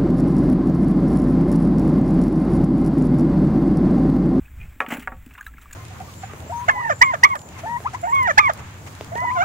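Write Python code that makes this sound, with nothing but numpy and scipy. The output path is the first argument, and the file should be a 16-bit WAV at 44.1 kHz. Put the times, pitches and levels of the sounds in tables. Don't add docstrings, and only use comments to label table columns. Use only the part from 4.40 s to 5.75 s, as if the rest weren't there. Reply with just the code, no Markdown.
import sys
import numpy as np
from scipy import signal
from scipy.fft import rfft, irfft, next_fast_len
from scipy.io import wavfile
from scipy.ndimage import uniform_filter1d

SR = 44100
rng = np.random.default_rng(int(sys.argv[2]) if len(sys.argv) > 2 else 0)


def master_out(mix):
    frames = np.transpose(np.atleast_2d(mix))
    ceiling = np.clip(frames, -1, 1)
    pcm = np.round(ceiling * 32767).astype(np.int16)
    wavfile.write(sys.argv[1], SR, pcm)


N = 59535
T = np.arange(N) / SR

# (time [s], crack [dB], ring [dB], contact [s], low cut [Hz], high cut [Hz],
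# pitch [ratio])
KNOCKS = [(.4029, -14.5, -30.5, .0023, 560, 4540, 0.98), (.4096, -26, -31, 0.0027, 890, 3050, 0.87),
          (.4407, -36, -42.5, 0.0033, 380, 940, 0.69), (0.4623, -29.5, -38.5, .0018, 1960, 3150, 1.18),
          (.6731, -18, -36.5, 0.002, 1200, 1830, 0.878), (.67716, -22, -41.5, 0.00212, 844, 1600, 0.85),
          (.7175, -38, -40, 0.00299, 656, 1560, 0.85)]
# (base pitch [Hz], relative level [dB])
PADDLE_PARTIALS = [(816, -8.5), (991, 2.5), (1286, 0), (1812, 3.5), (2429, -1), (2856, -10), (3689, -19)]
# (pitch [Hz], relative level [dB], t60 [s])
PLANK_MODES = [(240.5, 0, 0.21), (525.7, -.5, .15), (742, -2, 0.19), (794, 0, 0.11), (911, 2, 0.11),
               (1133, -0.5, 0.18), (1283, 4, 0.074), (1394, 3, 0.067), (1672, 2.5, 0.066), (1868, 3, 0.069),
               (2254, -7, 0.053), (2476, -2, 0.098)]
HULL_MODES = [(175.3, -15, 0.56), (235.2, -3.5, 0.19), (252, 2.5, 0.16), (283.5, -1, 0.147),
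              (310, -16, 0.059), (407.7, -21.5, 0.46)]
# (time [s], wood [dB], wet hiss [dB], t60 [s], low cut [Hz])
JERKS = [(0.484, -34.5, -39.5, 0.079, 300), (0.5033, -27, -39.5, 0.17, 418),
         (0.5203, -23.5, -41, 0.058, 260), (0.532, -32.5, -40, 0.15, 505), (0.568, -34, -44, 0.059, 503),
         (.5930, -40.5, -42.5, 0.15, 1230), (.6220, -35.5, -50.5, 0.097, 1700)]
# (time [s], force [dB])
THUMPS = [(.362, -55), (0.402, -42), (.481, -37), (.507, -38), (.524, -29.5), (.549, -39), (.583, -35.5),
          (.72, -51), (.865, -44.5), (1.145, -52.5)]
# (time [s], slap [dB], spray [dB], t60 [s])
SPLASHES = [(0.8613, -54, -32, 0.016), (.908, -38, -73, 0.035), (0.937, -67, -36.5, 0.028),
            (0.951, -34, -57, 0.032), (0.975, -40, -48.5, 0.068), (0.982, -39.5, -54, 0.04),
            (1.008, -55, -37.5, 0.022), (1.026, -42.5, -43.5, 0.045), (1.0618, -44, -42.5, 0.078),
            (1.042, -67, -50, 0.17), (1.181, -37.5, -45.5, 0.026), (1.213, -48, -44.5, 0.099),
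            (1.309, -36.5, -36, 0.026), (1.3266, -40, -29.5, 0.051)]
# (time [s], level [dB], starting pitch [Hz], t60 [s])
CHIRPS = [(.054, -39, 2526, 0.04), (0.08, -45, 1670, 0.041), (0.2, -41.5, 2437, 0.18),
          (0.213, -36.5, 2420, 0.078), (.219, -46.5, 2100, 0.16), (.979, -36, 1011, 0.051),
          (0.985, -31.5, 2660, 0.019), (0.992, -37.5, 1210, 0.094), (1.009, -20, 1628, 0.025),
          (1.0085, -35.5, 6710, 0.017), (1.0652, -15, 1660, 0.013), (1.065, -36, 3844, 0.029),
          (1.075, -34, 1307, 0.063), (1.1373, -29, 1660, 0.018), (1.17, -33.5, 2150, 0.019),
          (1.1826, -36, 1364, 0.026), (1.2563, -37, 1153, 0.034), (1.3103, -32.5, 1757, 0.017),
          (1.3264, -33.5, 6730, 0.031)]
# (time [s], relative level [dB])
LAP_LEVELS = [(0, -58.5), (.13, -60), (.22, -54.5), (.32, -57.5), (.6, -64.5), (.82, -60), (.9, -56.5),
              (1.1, -62), (1.22, -56.5), (1.35, -55)]
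GUST_LEVELS = [(0, -35), (0.044, -37), (0.077, -49), (.12, -39), (.21, -32.5), (.285, -36), (.34, -43.5),
               (.44, -54), (.51, -53.5), (.6, -46.5), (.72, -38.5), (0.801, -38.5), (.87, -48),
               (0.918, -42.5), (1.0, -55), (1.088, -38.5), (1.23, -47.5), (1.31, -43)]

# (frequency [Hz], relative density [dB])
WASH_COLOUR = [(100, -1), (250, -1), (370, -2), (550, 1.5), (1300, -8), (2400, -6), (3200, -21),
               (4500, -30), (7500, -20), (15500, -15.5)]
SCRAPE_COLOUR = [(200, -30), (380, -2), (550, 5), (1050, 1.5), (1700, 3.5), (2300, 1), (2900, -3.5),
                 (3600, -20), (5000, -32.5), (16000, -67)]
SLAP_COLOUR = [(200, -14), (700, -23), (1100, 5.5), (1650, 10), (2100, 1.5), (2650, 4), (3500, -14.5),
               (5000, -36), (16000, -41)]
SPRAY_COLOUR = [(1000, -20), (3000, 5), (4800, -7), (6500, 1.5), (7800, 5), (8700, -6), (9900, 2.5),
                (11500, -6.5), (13500, 1), (15300, 7.5)]
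LAP_COLOUR = [(200, 0.5), (500, -2), (1000, 0), (1650, 3), (1950, 2.5), (2350, 5.5), (2900, -5),
              (4300, -16), (7500, -11.5), (16000, -23)]
WIND_COLOUR = [(15, -5.5), (44, -6), (59, 3.5), (78, -8), (120, -14.5), (180, -23), (300, -45.5),
               (700, -47), (3000, -84)]
AIR_COLOUR = [(100, 1), (300, 10.5), (500, -8), (1500, 3.5), (2500, -4), (3500, -3.5), (5000, -32),
              (7600, 1), (9000, -14.5), (10200, -9.5), (12000, -8.5), (15400, 3)]


def knocks():
    wash_db, wash_t60, tick_db, tick_t60, tick_top_hz = 3.5, 0.12, -9, 0.013, 14000
    wash = noise(WASH_COLOUR)
    grit = rms_one(butter(rng.standard_normal(N), [3600, tick_top_hz], "band", order=1))
    out = 0
    for s, crack_db, ring_db, contact_s, low_hz, high_hz, pitch in KNOCKS:
        t = since(s)
        contact = (t / contact_s) ** 2
        partials = sum(from_db(db) * np.sin(2 * np.pi * pitch * hz * t) for hz, db in PADDLE_PARTIALS)
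        crack = contact * np.exp(1 - contact) * partials
        tail = ring(click(s + contact_s), PLANK_MODES)
        tail += from_db(wash_db) * wash * fade(t, contact_s, wash_t60)
        wood = from_db(crack_db) * crack + from_db(ring_db) * tail
        out += butter(butter(wood, low_hz, "high", order=1), high_hz, "low")
        tick = grit * fade(t, contact_s / 2, tick_t60)
        out += from_db(crack_db + tick_db) * high_hz / tick_top_hz * tick
    return out


def scrape():
    ring_db = -15.5
    rasp = coloured(grains(per_s=2700, spread_db=3), SCRAPE_COLOUR)
    fizz = rms_one(noise(SPRAY_COLOUR) + droplets(SPRAY_COLOUR, low_hz=2498, high_hz=16180))
    wood = wet = 0
    for s, wood_db, hiss_db, t60, low_hz in JERKS:
        stroke = fade(since(s), attack_s=0.0011, t60=t60)
        wood += from_db(wood_db) * butter(stroke * rasp, low_hz, "high")
        wet += from_db(hiss_db) * stroke * fizz
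    planks = ring(wood, PLANK_MODES) / np.std(ring(rasp, PLANK_MODES))
    return wood + from_db(ring_db) * planks + wet


def low_thumps():
    force = sum(from_db(db) * click(s) for s, db in THUMPS)
    booms = sum(ring(force, [mode]) for mode in HULL_MODES)
    murmur = rms_one(ring(rng.standard_normal(N), HULL_MODES))
    return butter(booms, [130, 480], "band") + from_db(-67) * murmur


def splashes():
    slap = droplets(SLAP_COLOUR, low_hz=569.3, high_hz=4763)
    spray = droplets(SPRAY_COLOUR, low_hz=2554, high_hz=19230)
    out = 0
    for s, slap_db, spray_db, t60 in SPLASHES:
        water = from_db(slap_db) * slap + from_db(spray_db) * spray
        out += fade(since(s), attack_s=0.0023, t60=t60) * water
    return out


def droplets(colour, low_hz, high_hz, pitches=44, per_s=5300, t60_cycles=95):
    pings = 0
    for hz in np.geomspace(low_hz, high_hz, pitches):
        drops = grains(per_s / pitches, spread_db=4.5)
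        pings += hz * ring(drops, [(hz, 0, t60_cycles / hz)])
    return coloured(pings, colour)


def bubbles_and_squeak():
    rise_per_s, wobble_hz, wobble_depth = 1.0, 300, 0.4
    out = 0
    for s, db, hz, t60 in CHIRPS:
        t = since(s)
        chirp = np.sin(2 * np.pi * hz * t * (1 + rise_per_s * t / 2))
        out += from_db(db) * fade(t, attack_s=0.0016, t60=t60) * chirp
    wobble = rms_one(butter(rng.standard_normal(N), wobble_hz, "low"))
    return out * (1 + wobble_depth * wobble)


def lapping():
    return ride(LAP_LEVELS) * coloured(grains(per_s=3900, spread_db=3), LAP_COLOUR)


def wind():
    rumble = noise(WIND_COLOUR)
    return from_db(-1.5) * ride(GUST_LEVELS) * rumble / envelope(rumble, samples=2200)


def open_air():
    return from_db(-57.5) * noise(AIR_COLOUR)


def from_db(db):
    return 10 ** (np.asarray(db) / 20)


def rms_one(x):
    return x / np.sqrt(np.mean(x ** 2) + 1e-20)


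def since(s):
    return np.maximum(T - s, 0)


def fade(t, attack_s, t60):
    return (1 - np.exp(-t / attack_s)) * from_db(-60 * t / t60)


def ride(levels):
    return from_db(np.interp(T, *np.transpose(levels)))


def envelope(x, samples):
    return np.sqrt(np.abs(uniform_filter1d(x ** 2, size=samples)) + 1e-20)


def butter(x, hz, kind, order=2):
    sections = signal.butter(order, np.clip(hz, 10, .45 * SR), kind, fs=SR, output="sos")
    return signal.sosfilt(sections, x + 1e-18)


def coloured(x, colour):
    hz, db = np.transpose(colour)
    size = 2 * next_fast_len(N)
    bin_hz = np.maximum(np.arange(size // 2 + 1) * SR / size, 1)
    gain = from_db(np.interp(np.log(bin_hz), np.log(hz), db))
    cepstrum = irfft(np.log(gain))
    cepstrum[size // 2:] = 0
    response = np.exp(2 * rfft(cepstrum))
    return rms_one(irfft(rfft(x, size) * response)[:N])


def noise(colour):
    return coloured(rng.standard_normal(N), colour)


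def grains(per_s, spread_db):
    sizes = from_db(spread_db * np.minimum(rng.exponential(1, N), 4)) * rng.choice([-1, 1], N)
    return sizes * (rng.random(N) < per_s / SR)


def click(s):
    return 1. * (np.arange(N) == int(s * SR))


def ring(force, modes):
    out = 0
    for k, (hz, db, t60) in enumerate(modes):
        decay, angle = from_db(-60 / (t60 * SR)), 2 * np.pi * hz / SR
        feedback = [1, -2 * decay * np.cos(angle), decay * decay]
        out += (-1) ** k * from_db(db) * signal.lfilter([0, np.sin(angle)], feedback, force + 1e-18)
    return out


def scene():
    width_from_hz, treble_width_db, splash_treble_width_db = 5000, -17.5, -14
    mid = knocks() + low_thumps() + scrape() + bubbles_and_squeak() + splashes()
    mid += wind() + lapping() + open_air()
    treble_level = envelope(butter(mid, width_from_hz, "high", order=6), samples=200)
    side = from_db(treble_width_db) * treble_level * noise(SPRAY_COLOUR)
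    side += from_db(splash_treble_width_db) * splashes()
    side = butter(side, width_from_hz, "high", order=6)
    return np.array([mid + side, mid - side])


def record(dry, cutoff_hz=15900):
    return signal.sosfilt(signal.ellip(12, .2, 80, cutoff_hz, fs=SR, output="sos"), dry)


dry = scene()
out = record(dry)
master_out(out)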